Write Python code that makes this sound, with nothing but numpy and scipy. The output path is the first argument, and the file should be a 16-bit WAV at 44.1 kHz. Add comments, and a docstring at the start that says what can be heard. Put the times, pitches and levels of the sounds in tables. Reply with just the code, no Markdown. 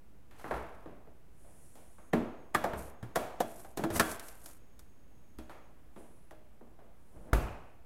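"""Fridge door and dishes

In a hard-floored kitchen, a rubber seal peels open and the hinge knocks and swishes as the door swings.
Jars, tubs and a dish are bumped, slid and set down; each knock sounds its own note and rings the shelves.
The door swings back with a faint squeak, pushes out a puff of air and shuts with a clack, a rattle
and a deep boom of the cabinet. Room air and the compressor's low hum run underneath."""
import sys
import numpy as np
from scipy import signal
from scipy.fft import rfft, irfft, next_fast_len
from scipy.io import wavfile
from scipy.ndimage import uniform_filter1d, map_coordinates

SR = 44100
rng = np.random.default_rng(int(sys.argv[2]) if len(sys.argv) > 2 else 0)


def waveform_to_disk(signal):
    """Save audio, clipped to [-1, 1], as 16-bit WAV at the path in sys.argv[1]."""
    frames = np.transpose(np.atleast_2d(signal))
    scaled = np.clip(frames, -1, 1) * 32767
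    samples = np.round(scaled).astype(np.int16)
    wavfile.write(sys.argv[1], SR, samples)


N = 346302

# Levels in the tables are relative: the layers add their own trims.
BAND_EDGES = [45, 160, 450, 950, 1900, 4200, 16000]  # bounds of thump, knock, body, clack, snap and tick (frequency [Hz])
BAND_HZ = np.sqrt(np.multiply(BAND_EDGES[:-1], BAND_EDGES[1:]))
# tone of each kind of contact, a value per band (level [dB])
DOOR_BANDS = [-11.5, -4, -1, -6, -15, -19.5]
SHELF_BANDS = [-10.5, -2, -1, -4, -13, -11.5]
TICK_BANDS = [-18, -15.5, -16, -10, -13, -1]
SLAM_BANDS = [-2.5, -7.5, -3.5, -5, -19.5, -12.5]

# seal, hinge and handle (time [s], level [dB], hardness [dB/octave], room send [dB], pitch [Hz])
DOOR_KNOCKS = [(.31, -62, 5, 8, 1850), (.442, -44, -3, 8.5, 1400), (.51, -34.5, -3.5, 4, 1094),
               (.54, -44.5, 0.5, 10, 1440), (0.858, -50.5, -2, 9, 335), (1.072, -58.5, -6, -1, 296),
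               (1.446, -67, 0, 13, 510), (1.754, -62.5, 7.5, 8.5, 640), (1.983, -59.5, -1.5, 8.5, 1510),
               (5.386, -49, 5, 0.5, 226), (5.495, -53.5, 3.5, 9.5, 1145), (5.961, -53, 0.5, 7.5, 338),
               (6.309, -54.5, 4.5, -0.5, 715), (6.61, -56.5, -11, 6, 320), (6.789, -63, -0.5, 10.5, 700)]
# the cabinet and its trapped air bounce (time [s], level [dB], pitch [Hz], t60 [s], rise [s])
BOOMS = [(0.534, -34.5, 59, 0.39, 0.0056), (5.374, -41, 61, 0.3, .005), (7.161, -43, 48.8, 0.33, 0.0079),
         (7.331, -15, 48.1, 0.3, 0.00018), (7.337, -30, 58, 0.54, 0.026)]
# jars, tubs and the dish hit the shelf (time [s], level [dB], hardness [dB/octave], room send [dB],
# pitch [Hz], note over knock [dB], note t60 [s])
SHELF_KNOCKS = [(2.132, -27, -2.5, -1, 232, 1, .33), (2.546, -29.5, 2, -4.5, 1200, 12.5, 0.03),
                (2.64, -32.5, -0.5, -1.5, 675, 1, 0.5), (2.733, -37, -3, 0.5, 71, -1, 0.64),
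                (3.027, -47.5, 0, 2, 118, 13.5, 0.2), (3.157, -32, 3, -1.5, 734, -7, 0.68),
                (3.403, -34.5, 3, -7, 508, 21.5, 0.034), (3.646, -56, 2.5, -1.5, 783, 2, 0.3),
                (3.772, -39.5, 3.5, -0.5, 150, 0, 0.13), (3.792, -39, -14, 2.5, 240, 3, 0.11),
                (3.837, -32.5, -0.5, -9.5, 332, 6, 0.39), (3.902, -40, 1, 5.5, 100, -3.5, 0.17),
                (3.957, -43.5, 1, -6, 2040, 9, .045), (3.996, -26.5, 4.5, -7, 1360, 0.5, .06)]
TICKS = [(4.195, -44), (4.283, -47), (4.459, -47), (4.792, -54.5)]  # light plastic ticks (time [s], level [dB])
SQUEAK = [(6.04, 11600, -85), (6.15, 10800, -76), (6.26, 10400, -81), (6.37, 9400, -82)]  # the hinge sings, falling as the door slows (time [s], pitch [Hz], level [dB])

# envelopes (time [s], level [dB])
SEAL_PEEL = [(.33, -82), (.39, -63.5), (.44, -61), (.51, -57), (.6, -64), (.7, -70), (.85, -79)]
HINGE_SWINGS = [
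    [(1.3, -95), (1.394, -71), (1.644, -65), (2.1, -72)],
    [(5.92, -92), (5.986, -67), (6.23, -81), (6.29, -88)],
    [(6.93, -97), (6.974, -85), (7.146, -74.5), (7.3, -75)],
]  # one per swing
SHELF_SLIDES = [
    [(2.755, -69), (2.789, -50), (2.815, -56.5), (2.865, -56), (2.95, -76)],
    [(3.45, -60.5), (3.58, -55.5), (3.59, -52.5), (3.648, -61), (3.74, -70)],
    [(3.925, -53), (3.963, -36), (3.99, -40)],
    [(4.025, -45), (4.041, -50.5), (4.125, -43), (4.173, -59), (4.18, -53)],
    [(4.22, -63), (4.234, -52.5), (4.41, -64), (4.464, -51.5), (4.58, -67)],
]  # one per slide
AIR_PUFF = [(7.1, -70), (7.17, -50.5), (7.22, -55.5), (7.29, -49), (7.325, -47), (7.335, -61)]

# noise colours (frequency [Hz], spectral level [dB])
ROOM_AIR = [(20, -0.5), (50, -3), (75, -4.5), (110, -9), (160, -9.5), (300, -13), (500, -18.5), (1000, -25),
            (2400, -32), (4500, -40.5), (8000, -40), (12500, -38.5), (16000, -33)]
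RUBBER = [(100, 0), (300, 6), (800, 13.5), (1800, 5.5), (3500, -3), (7000, -5.5), (11000, -3.5),
          (16000, -7)]  # peeling seal
SWISH = [(2500, -30), (4500, -20), (6800, -9.5), (9800, -2), (11300, -5), (12300, -15), (16000, -11)]  # rubbing hinge
GLIDE = [(1000, -20), (3000, -15), (5000, -10), (8000, 1.5), (11000, 6), (13500, 4), (16000, -24)]  # light slide
SCRAPE = [(300, 6), (1000, 1.5), (2000, -7), (3000, -13.5), (5000, -8.5), (8000, -3.5), (12000, -4),
          (16000, -10)]  # hard slide
HOLLOW = [(40, -15), (75, 10), (140, -3), (235, -4), (335, 6.5), (450, -20), (650, 6.5), (1000, -12),
          (3000, -54)]  # cabinet under a slide
DRAUGHT = [(25, 4), (60, -8.5), (150, -5.5), (600, -9), (1500, -26), (4000, -45), (16000, -75)]  # air through the closing gap
RATTLE = [(1200, -22), (1900, -15.5), (2450, 9), (2900, 3), (3600, -21), (6000, -30), (16000, -40)]  # door racks

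FRIDGE_MODES = [(108, -2, 0.6), (187.5, -20, 0.33), (235, 1.5, 0.49), (320, 4, 0.36), (431, 0, 0.15),
                (613, -1, 0.56), (674, -5.5, 0.65), (753, -0.5, 0.22), (1146, -7.5, 0.23),
                (1385, -5.5, 0.4), (1547, -11.5, 0.81), (1680, -4.5, 0.4), (1880, -9, 0.12),
                (2520, -13, 0.23), (3350, -7.5, 0.43), (5700, -11, 0.12), (6300, -33, 0.14)]  # cabinet with loaded shelves (frequency [Hz], level [dB], t60 [s])
KITCHEN_DECAY = [(60, 0.6), (250, 0.65), (700, 0.86), (2500, 0.81), (5500, 0.65), (11000, 0.44)]  # reverb time (frequency [Hz], t60 [s])
WALLS = [(50, -3.5), (200, -6), (600, -9), (1500, -11), (2600, -6.5), (5000, -13), (12000, -8.5)]  # colour of the reflections (frequency [Hz], level [dB])
MICROPHONE = [(11000, -1.5), (13500, -4), (15800, -10)]  # treble roll-off (frequency [Hz], gain [dB])


def amp(db):
    """Decibels to gain."""
    return np.exp(np.asarray(db) * (np.log(10) / 20))


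def unit(x):
    """x at rms 1."""
    return x / np.sqrt(np.mean(x ** 2) + 1e-20)


def along(points, hz):
    """Read a curve of (frequency [Hz], value) on a log axis."""
    f, v = np.transpose(points)
    return np.interp(np.log(hz + 1), np.log(f + 1), v)


def envelope(rows):
    """Gain per sample from (time [s], level [dB]), silent outside the rows."""
    s, db = np.transpose(rows)
    return amp(np.interp(np.arange(N) / SR, s, db, left=-120, right=-120))


def wobble(rate):
    """A smooth random curve, rate knots a second."""
    return map_coordinates(rng.standard_normal(int(N * rate / SR) + 4), [np.arange(N) * rate / SR])


def filtered(x, response):
    """EQ x with a gain given as a function of frequency."""
    size = next_fast_len(N + SR // 2)
    return irfft(rfft(x, size) * response(np.fft.rfftfreq(size, 1 / SR)), size)[:N]


def coloured(x, spectrum):
    """x shaped by a noise colour, at rms 1."""
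    return unit(filtered(x, lambda hz: amp(along(spectrum, hz))))


def add(track, s, sound):
    """Mix a sound into the track at time s."""
    start = round(s * SR)
    track[start:start + len(sound)] += sound[:N - start]


def background():
    """The bed: room air, the compressor's low hum, and a thin whine while the door stands open."""
    hum_hz, whine_hz = 58, 6550
    swell_db, phase_drift = .6 * wobble(4), .8 * wobble(5)
    air = amp(-59 + swell_db) * coloured(rng.standard_normal(N), ROOM_AIR)
    hum = amp(-64) * np.sin(2 * np.pi * hum_hz * np.arange(N) / SR + phase_drift)
    whine = unit(filtered(rng.standard_normal(N), lambda hz: 1 / (1 + ((hz - whine_hz) / 70) ** 2)))
    return air + hum + envelope([(2, -79), (2.4, -84), (5.3, -82.5), (5.7, -86)]) * whine


def contact_bands(colour, db, hardness, hz):
    """Band levels of a contact: brighter the harder it is, with a bump around its own pitch."""
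    treble_from_hz, bump_octaves = 1150, .7
    treble_db = hardness * np.maximum(0, np.log2(BAND_HZ / treble_from_hz))
    bump_db = 8 * np.exp(-(np.log2(BAND_HZ / hz) / bump_octaves) ** 2 / 2)
    return db + np.array(colour) + treble_db + bump_db


def impact(bands, t60_at_1k, damping, crack, rise_s, jolt):
    """One hit: a jolt, a short crack and a noisy crowd of panel modes, the high ones dying first."""
    t = np.arange(SR // 4) / SR
    pulse = signal.unit_impulse(len(t), round(.002 * SR))
    out = np.zeros(len(t))
    for lo, hi, db in zip(BAND_EDGES, BAND_EDGES[1:], bands):
        t60 = t60_at_1k * (np.sqrt(lo * hi) / 1000) ** -damping
        shape = (amp(-60 * t / t60) + crack * amp(-60 * t / .01)) * (1 - np.exp(-t / rise_s))
        panels = shape * rng.standard_normal(len(t)) / np.linalg.norm(shape)
        softness = 1 / (1 + lo / 2000)
        bandpass = signal.butter(3, [lo, hi], "bandpass", fs=SR, output="sos")
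        band = signal.sosfilt(bandpass, panels + jolt * softness * pulse)
        # the band's level is its energy spread over 10 ms
        out += amp(db) * band / np.sqrt(np.sum(band ** 2) / (SR / 100))
    return out


def struck_note(db, hz, t60):
    """A struck thing rings at its own pitch, with a brief overtone."""
    overtone_ratio, overtone_t60 = 1.42, .04
    t = np.arange(SR // 2) / SR
    fundamental = amp(-60 * t / t60) * np.sin(2 * np.pi * hz * t)
    overtone = amp(-4.5 - 60 * t / overtone_t60) * np.sin(2 * np.pi * overtone_ratio * hz * t)
    return amp(db) * (fundamental + overtone) * (1 - np.exp(-t / .00088))


def fridge_ring(bands, scatter_db=2):
    """Each fridge mode rings as hard as the hit drives it; the loose load blurs its pitch."""
    t = np.arange(27000) / SR
    drive = list(zip(BAND_HZ, bands))
    out = np.zeros(len(t))
    for hz, db, t60 in FRIDGE_MODES:
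        start_db = db + along(drive, hz) + scatter_db * rng.standard_normal()
        jitter_hz = np.repeat(rng.standard_normal(len(t) // 100), 100) * np.sqrt(hz) / 3.5
        cycles = (hz * t + np.cumsum(jitter_hz) / SR + rng.random()).astype(np.float32)
        out += amp(start_db - 60 * t / t60) * np.sin(2 * np.pi * cycles)
    return out * (1 - np.exp(-t / .0014))


def kitchen_reverb(bands, build_s=.0051):
    """The kitchen's diffuse tail after a hit: each frequency dies at its own speed."""
    density_db = bands + 10 * np.log10(SR / 2 / np.diff(BAND_EDGES))
    hz, t, noise = signal.stft(rng.standard_normal(SR), SR, nperseg=1024)
    start_db = along(list(zip(BAND_HZ, density_db)), hz) + along(WALLS, hz)
    decay_db = 60 * t / along(KITCHEN_DECAY, hz)[:, None]
    tail = signal.istft(noise * amp(start_db[:, None] - decay_db), SR, nperseg=1024)[1]
    return tail * (1 - np.exp(-np.arange(len(tail)) / SR / build_s))


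def friction(spectrum):
    """Dense tiny slips of uneven size, catching and letting go, at rms 1."""
    slips = amp(2.5 * wobble(900) + 2.2 * wobble(110))
    return coloured(rng.standard_normal(N) * slips, spectrum)


def door():
    """The seal peels away; hinge and handle knock as the door swings out and back."""
    out = amp(6) * envelope(SEAL_PEEL) * friction(RUBBER)
    for s, db, hardness, room_db, hz in DOOR_KNOCKS:
        bands = contact_bands(DOOR_BANDS, db, hardness, hz)
        knock = impact(bands, t60_at_1k=.12, damping=.095, crack=2.5, rise_s=.00039, jolt=.25)
        add(out, s, amp(-2) * knock)
        add(out, s, struck_note(db, hz, t60=.065))
        add(out, s, amp(-7.5) * fridge_ring(bands))
        add(out, s, amp(room_db - 2.5) * kitchen_reverb(bands))
    return out


def cabinet_booms():
    """A sudden push sets the whole box bouncing at a very low pitch."""
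    out, t = np.zeros(N), np.arange(SR) / SR
    for s, db, hz, t60, rise_s in BOOMS:
        shape = amp(db - 60 * t / t60) * (1 - np.exp(-t / rise_s))
        add(out, s, -shape * np.cos(2 * np.pi * hz * t))
    return out


def hinge():
    """The hinge rubs: a thin swish as the door moves, and a faint rough squeak on its way back."""
    swinging = sum(envelope(swing) for swing in HINGE_SWINGS)
    swish = amp(1.5) * swinging * coloured(rng.standard_normal(N), SWISH)
    s, hz, db = np.transpose(SQUEAK)
    cycles = np.cumsum(np.interp(np.arange(N) / SR, s, hz)) / SR
    squeak = unit(wobble(rate=500) * np.sin(2 * np.pi * cycles))
    return swish + envelope(list(zip(s, db))) * squeak


def shelf_knocks():
    """Jars, tubs and the dish hit the shelf: each sounds its note and the fridge rings on a little."""
    soft_onset_s, note_lag_s = .0045, .002
    out = np.zeros(N)
    for s, db, hardness, room_db, hz, note_db, t60 in SHELF_KNOCKS:
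        bands = contact_bands(SHELF_BANDS, db, hardness, hz)
        knock = impact(bands, t60_at_1k=.078, damping=.064, crack=4.7, rise_s=.0033, jolt=.24)
        add(out, s - soft_onset_s, amp(-21.5) * knock)  # a faint copy just ahead softens the attack
        add(out, s, knock)
        add(out, s + note_lag_s, struck_note(db + note_db, hz, t60))
        add(out, s, amp(-10) * fridge_ring(bands))
        add(out, s, amp(room_db) * kitchen_reverb(bands))
    return out


def shelf_slides():
    """A light push hisses and crackles; a hard one scrapes lower and sets the hollow cabinet rumbling."""
    ease_s, catches_per_s, burst_s = .012, 70, .002
    slides = sum(envelope(slide) for slide in SHELF_SLIDES)
    push = np.abs(uniform_filter1d(slides, round(ease_s * SR)))
    pressure = push / push.max()
    light, hard = np.sqrt(1 - pressure), np.sqrt(pressure)  # equal-power crossfade
    catches = (rng.random(N) < catches_per_s / SR) * rng.uniform(.4, 1, N)
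    bursts = signal.lfilter([1], [1, -np.exp(-1 / (burst_s * SR))], catches)
    crackle = amp(-3) * light * coloured(bursts * rng.standard_normal(N), SCRAPE)
    hiss = amp(-2) * light * friction(GLIDE)
    scrape = amp(5.5) * hard * friction(SCRAPE)
    rumble = amp(.5) * hard * friction(HOLLOW)
    return push * (crackle + hiss + scrape + rumble)


def plastic_ticks():
    """Small bright contacts as the hands let go, too light to ring the cabinet."""
    out = np.zeros(N)
    for s, db in TICKS:
        bands = db + np.array(TICK_BANDS)
        add(out, s, impact(bands, t60_at_1k=.064, damping=.095, crack=2.6, rise_s=.0012, jolt=.18))
        add(out, s, amp(-3.5) * kitchen_reverb(bands))
    return out


def door_slam():
    """Air rushes out of the closing gap; the door clacks on its frame, panels shake and racks rattle."""
    shut_s, clack_hz = 7.332, 1300
    t = np.arange(SR) / SR
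    bands = np.array(SLAM_BANDS) - 26
    out = envelope(AIR_PUFF) * coloured(rng.standard_normal(N), DRAUGHT)
    add(out, shut_s, impact(bands, t60_at_1k=.11, damping=.17, crack=3.9, rise_s=.00045, jolt=.49))
    clack = -amp(-16 - 60 * t / .011) * np.sin(2 * np.pi * clack_hz * t)
    add(out, shut_s, clack)
    add(out, shut_s, amp(-11.5) * fridge_ring(bands))
    add(out, shut_s, amp(3) * kitchen_reverb(bands))
    rattle_shape = amp(-50 - 60 * t / .88) * (1 - np.exp(-t / .0056))
    add(out, shut_s, rattle_shape * friction(RATTLE)[:len(t)])
    return out


def scene():
    """All layers mixed to mono."""
    mix = background() + door() + cabinet_booms() + hinge()
    mix += shelf_knocks() + shelf_slides() + plastic_ticks() + door_slam()
    return mix[None]


def record(dry):
    """The microphone softens the top octave; the converter has a band limit and a small steady offset."""
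    top_hz, dc_offset = 15830, .0036
    return filtered(dry[0], lambda hz: amp(along(MICROPHONE, hz)) * (hz < top_hz))[None] + dc_offset


dry = scene()
out = record(dry)
waveform_to_disk(out)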